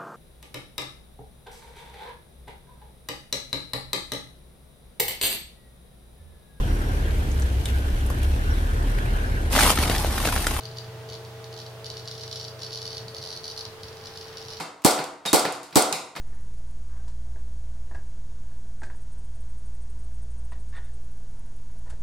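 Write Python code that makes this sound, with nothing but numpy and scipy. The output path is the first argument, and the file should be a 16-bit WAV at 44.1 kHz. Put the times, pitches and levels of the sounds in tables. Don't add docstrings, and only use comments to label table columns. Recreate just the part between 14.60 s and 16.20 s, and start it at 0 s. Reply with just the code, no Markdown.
import sys
import numpy as np
from scipy import signal
from scipy.fft import rfft, irfft, next_fast_len
from scipy.io import wavfile

SR = 44100
rng = np.random.default_rng(int(sys.argv[2]) if len(sys.argv) > 2 else 0)


def master_out(mix):
    frames = np.transpose(np.atleast_2d(mix))
    ceiling = np.clip(frames, -1, 1)
    pcm = np.round(ceiling * 32767).astype(np.int16)
    wavfile.write(sys.argv[1], SR, pcm)


N = 70560
LEAD = SR // 4
AGE = np.arange(SR) / SR

# start_s, level_db, pulse_db, puff_delay_s, puff_db
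SHOTS = [(-.215, -0.5, -6, .008, -16), (0.2471, -1, -5, 0.0027, -11), (0.7301, -1.5, -13.5, .008, -13.5),
         (1.1565, -1, -10, 0.00833, -6)]
# delay_s, level_db
SLAPBACKS = [(.0065, -17), (0.0138, -13.5), (0.028, -20.5)]
# freq_hz, gain_db
CRACK_EQ = [(100, -0.5), (700, 6.5), (1500, 1), (2700, -7), (4300, 4), (6000, 0.5), (8000, 6.5), (11000, 2),
            (15500, -7.5)]
SHOT_REVERB_EQ = [(50, -26), (125, -22), (250, -8.5), (480, 0), (780, -0.5), (1050, -5), (1400, -7),
                  (1800, -18.5), (2150, -11.5), (2700, -18.5), (3250, -12), (3900, -12), (4300, -9.5),
                  (4800, -11), (6400, -12), (8000, -7.5), (10500, -8.5), (13000, -15), (15500, -25.5)]
PUFF_EQ = [(25, -25), (60, 6.5), (130, 11), (260, 12.5), (500, 9.5), (1000, 5), (3000, -23)]

# start_s, level_db
SLIDE_HITS = [(0.3091, -7), (0.317, -16), (0.7932, -7.5), (0.803, -19), (1.2224, -7)]
TRIGGER_TICKS = [(.2199, -1.5), (0.24, 6), (1.1086, -5), (1.148, 4.5)]
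# freq_hz, gain_db
SLIDE_EQ = [(60, -69), (250, -47), (1000, -37), (3000, -61), (4900, -16.5), (6300, -34), (8200, -17),
            (11000, -31), (15000, -43)]
TRIGGER_EQ = [(60, -74), (250, -46), (2000, -52.5), (5000, -50.5), (9000, -54.5), (15000, -60)]

# start_s, level_db
KNOCKS = [(-.012, -2.5), (.006, -8.5), (.376, -7), (.388, -1.5), (.653, -0.5), (.6605, -3.5), (0.8443, -10),
          (.851, 3), (1.126, -13.5), (1.3269, -1), (1.553, -13), (1.563, -5.5)]
CLINKS = [(0.6605, -27.5)]
# start_s, level_db, reverb_send_db
CLICKS = [(-.01, -9, 3.5), (0.4409, -10, -2), (0.6604, -4.5, 6), (0.9235, -11.5, 3), (1.0312, -19.5, 5),
          (1.3262, 4, -1.5), (1.5612, -20, 7.5)]
# freq_hz, gain_db
KNOCK_EQ = [(25, -63), (60, -50), (90, -33), (140, -22), (250, -28.5), (500, -19), (1000, -18.5),
            (1700, -23.5), (2200, -23), (3000, -28.5), (4500, -24.5), (7000, -40), (10500, -39),
            (15000, -47.5)]
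CLICK_EQ = [(60, -93), (250, -62), (1500, -31.5), (3500, -27.5), (4700, -24), (5150, -24.5), (5700, -30.5),
            (7000, -23), (8200, -26.5), (9400, -22.5), (11500, -31), (13500, -37), (15500, -54)]
# pitch_hz, level_db, t60_s
CASING_MODES = [(3765, -2.5, 0.37), (3740, 5, 0.18), (4050, -8, .11), (8430, -13.5, 0.17), (9800, -11, .14)]
BOARD_MODES = [(107, -63, 0.11), (137, -50, 0.064), (159, -36, 0.21), (199, -38, 0.16)]
ROOM_MODES = [(254.7, -24.5, 0.45), (292.3, -24, 0.76), (317.3, -12.5, 0.15), (357.8, -24, 0.64),
              (441, -21, 0.32), (508.3, -24, 0.44), (579.6, -20, 0.28), (650.6, -28, 0.73),
              (733.5, -27, 0.54), (748.2, -20, .5), (813, -29, 0.41), (844.6, -18, 0.31), (945, -35, 1),
              (1068, -38.5, 1), (1168, -23, 0.27), (1278, -29, 0.88), (1418, -32, 0.82)]

# freq_hz, level_db, t60_s, stereo_correlation
ROOM_TAIL = [(60, -2, 0.48, 0.52), (140, -2.5, 0.73, .95), (304, -3, 0.63, 0.83), (600, -3, 0.63, 0.72),
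             (830, -2.5, 0.7, 0.66), (1000, -1.5, 0.74, 0.52), (1970, 0.5, 0.54, 0.57),
             (4200, 0.5, 0.43, 0.64), (7600, -3, 0.45, 0.17), (11000, -3.5, 0.33, -0.38),
             (15000, 1, 0.26, 0.27)]
# freq_hz, gain_db
HISS_EQ = [(25, -66), (70, -65.5), (200, -55), (800, -72), (2000, -54), (8000, -66), (15000, -82)]


def shots(room, hammer_db=-10.5, cap_db=-6.5, cap_delay_s=.0009):
    cues = [shot[:2] for shot in SHOTS]
    hammer = placed((s, burst(db + hammer_db, t60=0.0088, correlation=0.92)) for s, db in cues)
    cap = placed((s + cap_delay_s, burst(db + cap_db, t60=0.01, correlation=.88)) for s, db in cues)
    walls = placed((s + delay, burst(db + wall_db, t60=0.042, correlation=0.71))
                   for s, db in cues for delay, wall_db in SLAPBACKS)
    reverb = placed((s + cap_delay_s, from_db(db) * room) for s, db in cues)
    return eq(hammer + cap + walls, CRACK_EQ) + eq(reverb, SHOT_REVERB_EQ)


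def muzzle_gas(pulse_delay_s=0.00508, pulse_width_s=0.00093, puff_rise_s=0.0049):
    from_peak = (AGE - pulse_delay_s) / pulse_width_s
    pulse = panned((1 - from_peak ** 2) * np.exp(-from_peak ** 2 / 2), pan_db=-8.5)
    pulses = placed((s, from_db(db) * pulse) for s, _, db, _, _ in SHOTS)
    swell = AGE / puff_rise_s * np.exp(1 - AGE / puff_rise_s)
    puffs = placed((s + delay, from_db(db) * swell * stereo_noise(correlation=-1))
                   for s, _, _, delay, db in SHOTS)
    return pulses + panned(eq(puffs, PUFF_EQ), pan_db=-3)


def slide(room):
    slams = placed((s, from_db(db) * (burst(db=16, t60=0.029, correlation=0.91) + from_db(-20) * room))
                   for s, db in SLIDE_HITS)
    return eq(slams, SLIDE_EQ)


def trigger(room):
    ticks = placed((s, from_db(db) * (burst(db=10, t60=0.027, correlation=.6) + from_db(1.5) * room))
                   for s, db in TRIGGER_TICKS)
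    return eq(ticks, TRIGGER_EQ)


def casing_knocks(room, board_rise_s=0.0038):
    knocks = placed((s, from_db(db) * (burst(db=3, t60=0.1, correlation=0.67) + from_db(-3) * room))
                    for s, db in KNOCKS)
    attack = 1 - np.exp(-AGE / board_rise_s)
    thumps = placed((s, from_db(db) * ringing(BOARD_MODES) * attack) for s, db in KNOCKS)
    return eq(knocks, KNOCK_EQ) + thumps


def casing_clicks(room):
    clicks = placed(
        (s, from_db(db) * (burst(db=11.5, t60=0.012, correlation=0.22) + from_db(send_db) * room))
        for s, db, send_db in CLICKS)
    return eq(clicks, CLICK_EQ)


def casing_clink(room, send_db=-25.5):
    ring = ringing(CASING_MODES)
    reverb = from_db(send_db) * signal.fftconvolve([ring * decay(t60=0.044)], room)[:, :SR]
    return placed((s, from_db(db) * (ring + reverb)) for s, db in CLINKS)


def room_response(build_s=0.001):
    hz = np.fft.rfftfreq(SR, 1 / SR)
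    mid, side = rfft(rng.standard_normal((2, SR)))
    field = from_db(at_hz(ROOM_TAIL, hz)) * widened(mid, side, at_hz(ROOM_TAIL, hz, column=3))
    edges_hz = np.geomspace(20, SR / 2, 25)
    tail = 0
    for low, high in zip(edges_hz, edges_hz[1:]):
        band = irfft(field * ((hz >= low) & (hz < high)))
        tail += band * decay(at_hz(ROOM_TAIL, np.sqrt(low * high), column=2))
    return (tail + ringing(ROOM_MODES)) * (1 - np.exp(-AGE / build_s))


def room_tone(hum_hz=81.5, hum_db=-74.5):
    hiss = eq(stereo_noise(correlation=1, size=LEAD + N), HISS_EQ)
    hum = from_db(hum_db) * np.sin(2 * np.pi * hum_hz * np.arange(LEAD + N) / SR)
    return hiss + hum


def burst(db, t60, correlation):
    return from_db(db) * decay(t60) * stereo_noise(correlation)


def ringing(modes):
    return sum(from_db(db) * decay(t60) * np.sin(2 * np.pi * (hz * AGE + rng.random()))
               for hz, db, t60 in modes)


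def decay(t60):
    return np.exp(-np.log(1000) * AGE / t60)


def stereo_noise(correlation, size=SR):
    mid, side = rng.standard_normal((2, size))
    return widened(mid, side, correlation)


def widened(mid, side, correlation):
    return np.sqrt((1 + correlation) / 2) * mid + np.sqrt((1 - correlation) / 2) * np.array([side, -side])


def panned(x, pan_db):
    return x * from_db(np.array([[.5], [-.5]]) * pan_db)


def eq(x, curve):
    size = 2 * next_fast_len(x.shape[-1])
    gain = from_db(at_hz(curve, np.fft.rfftfreq(size, 1 / SR)))
    cepstrum = irfft(np.log(gain))
    cepstrum[1:size // 2] *= 2
    cepstrum[size // 2 + 1:] = 0
    return irfft(rfft(x, size) * np.exp(rfft(cepstrum)))[..., :x.shape[-1]]


def at_hz(table, hz, column=1):
    table = np.array(table)
    return np.interp(np.log(hz + 1), np.log(table[:, 0]), table[:, column])


def from_db(db):
    return 10 ** (np.asarray(db) / 20)


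def placed(cues):
    track = np.zeros((2, LEAD + N + 2 * SR))
    for start_s, sound in cues:
        start = max(LEAD + int(start_s * SR), 0)
        track[:, start:start + SR] += sound
    return track[:, :LEAD + N]


def scene():
    room = room_response()
    background = room_tone()
    pistol = shots(room) + muzzle_gas() + slide(room) + trigger(room)
    casings = casing_knocks(room) + casing_clicks(room) + casing_clink(room)
    return (pistol + casings + background)[:, LEAD:]


def record(dry):
    rounded = 1.2 * np.tanh(dry / 1.2)
    high_cut = signal.cheby2(16, 60, 16500, fs=SR, output="sos")
    return signal.sosfilt(high_cut, rounded)


dry = scene()
out = record(dry)
master_out(out)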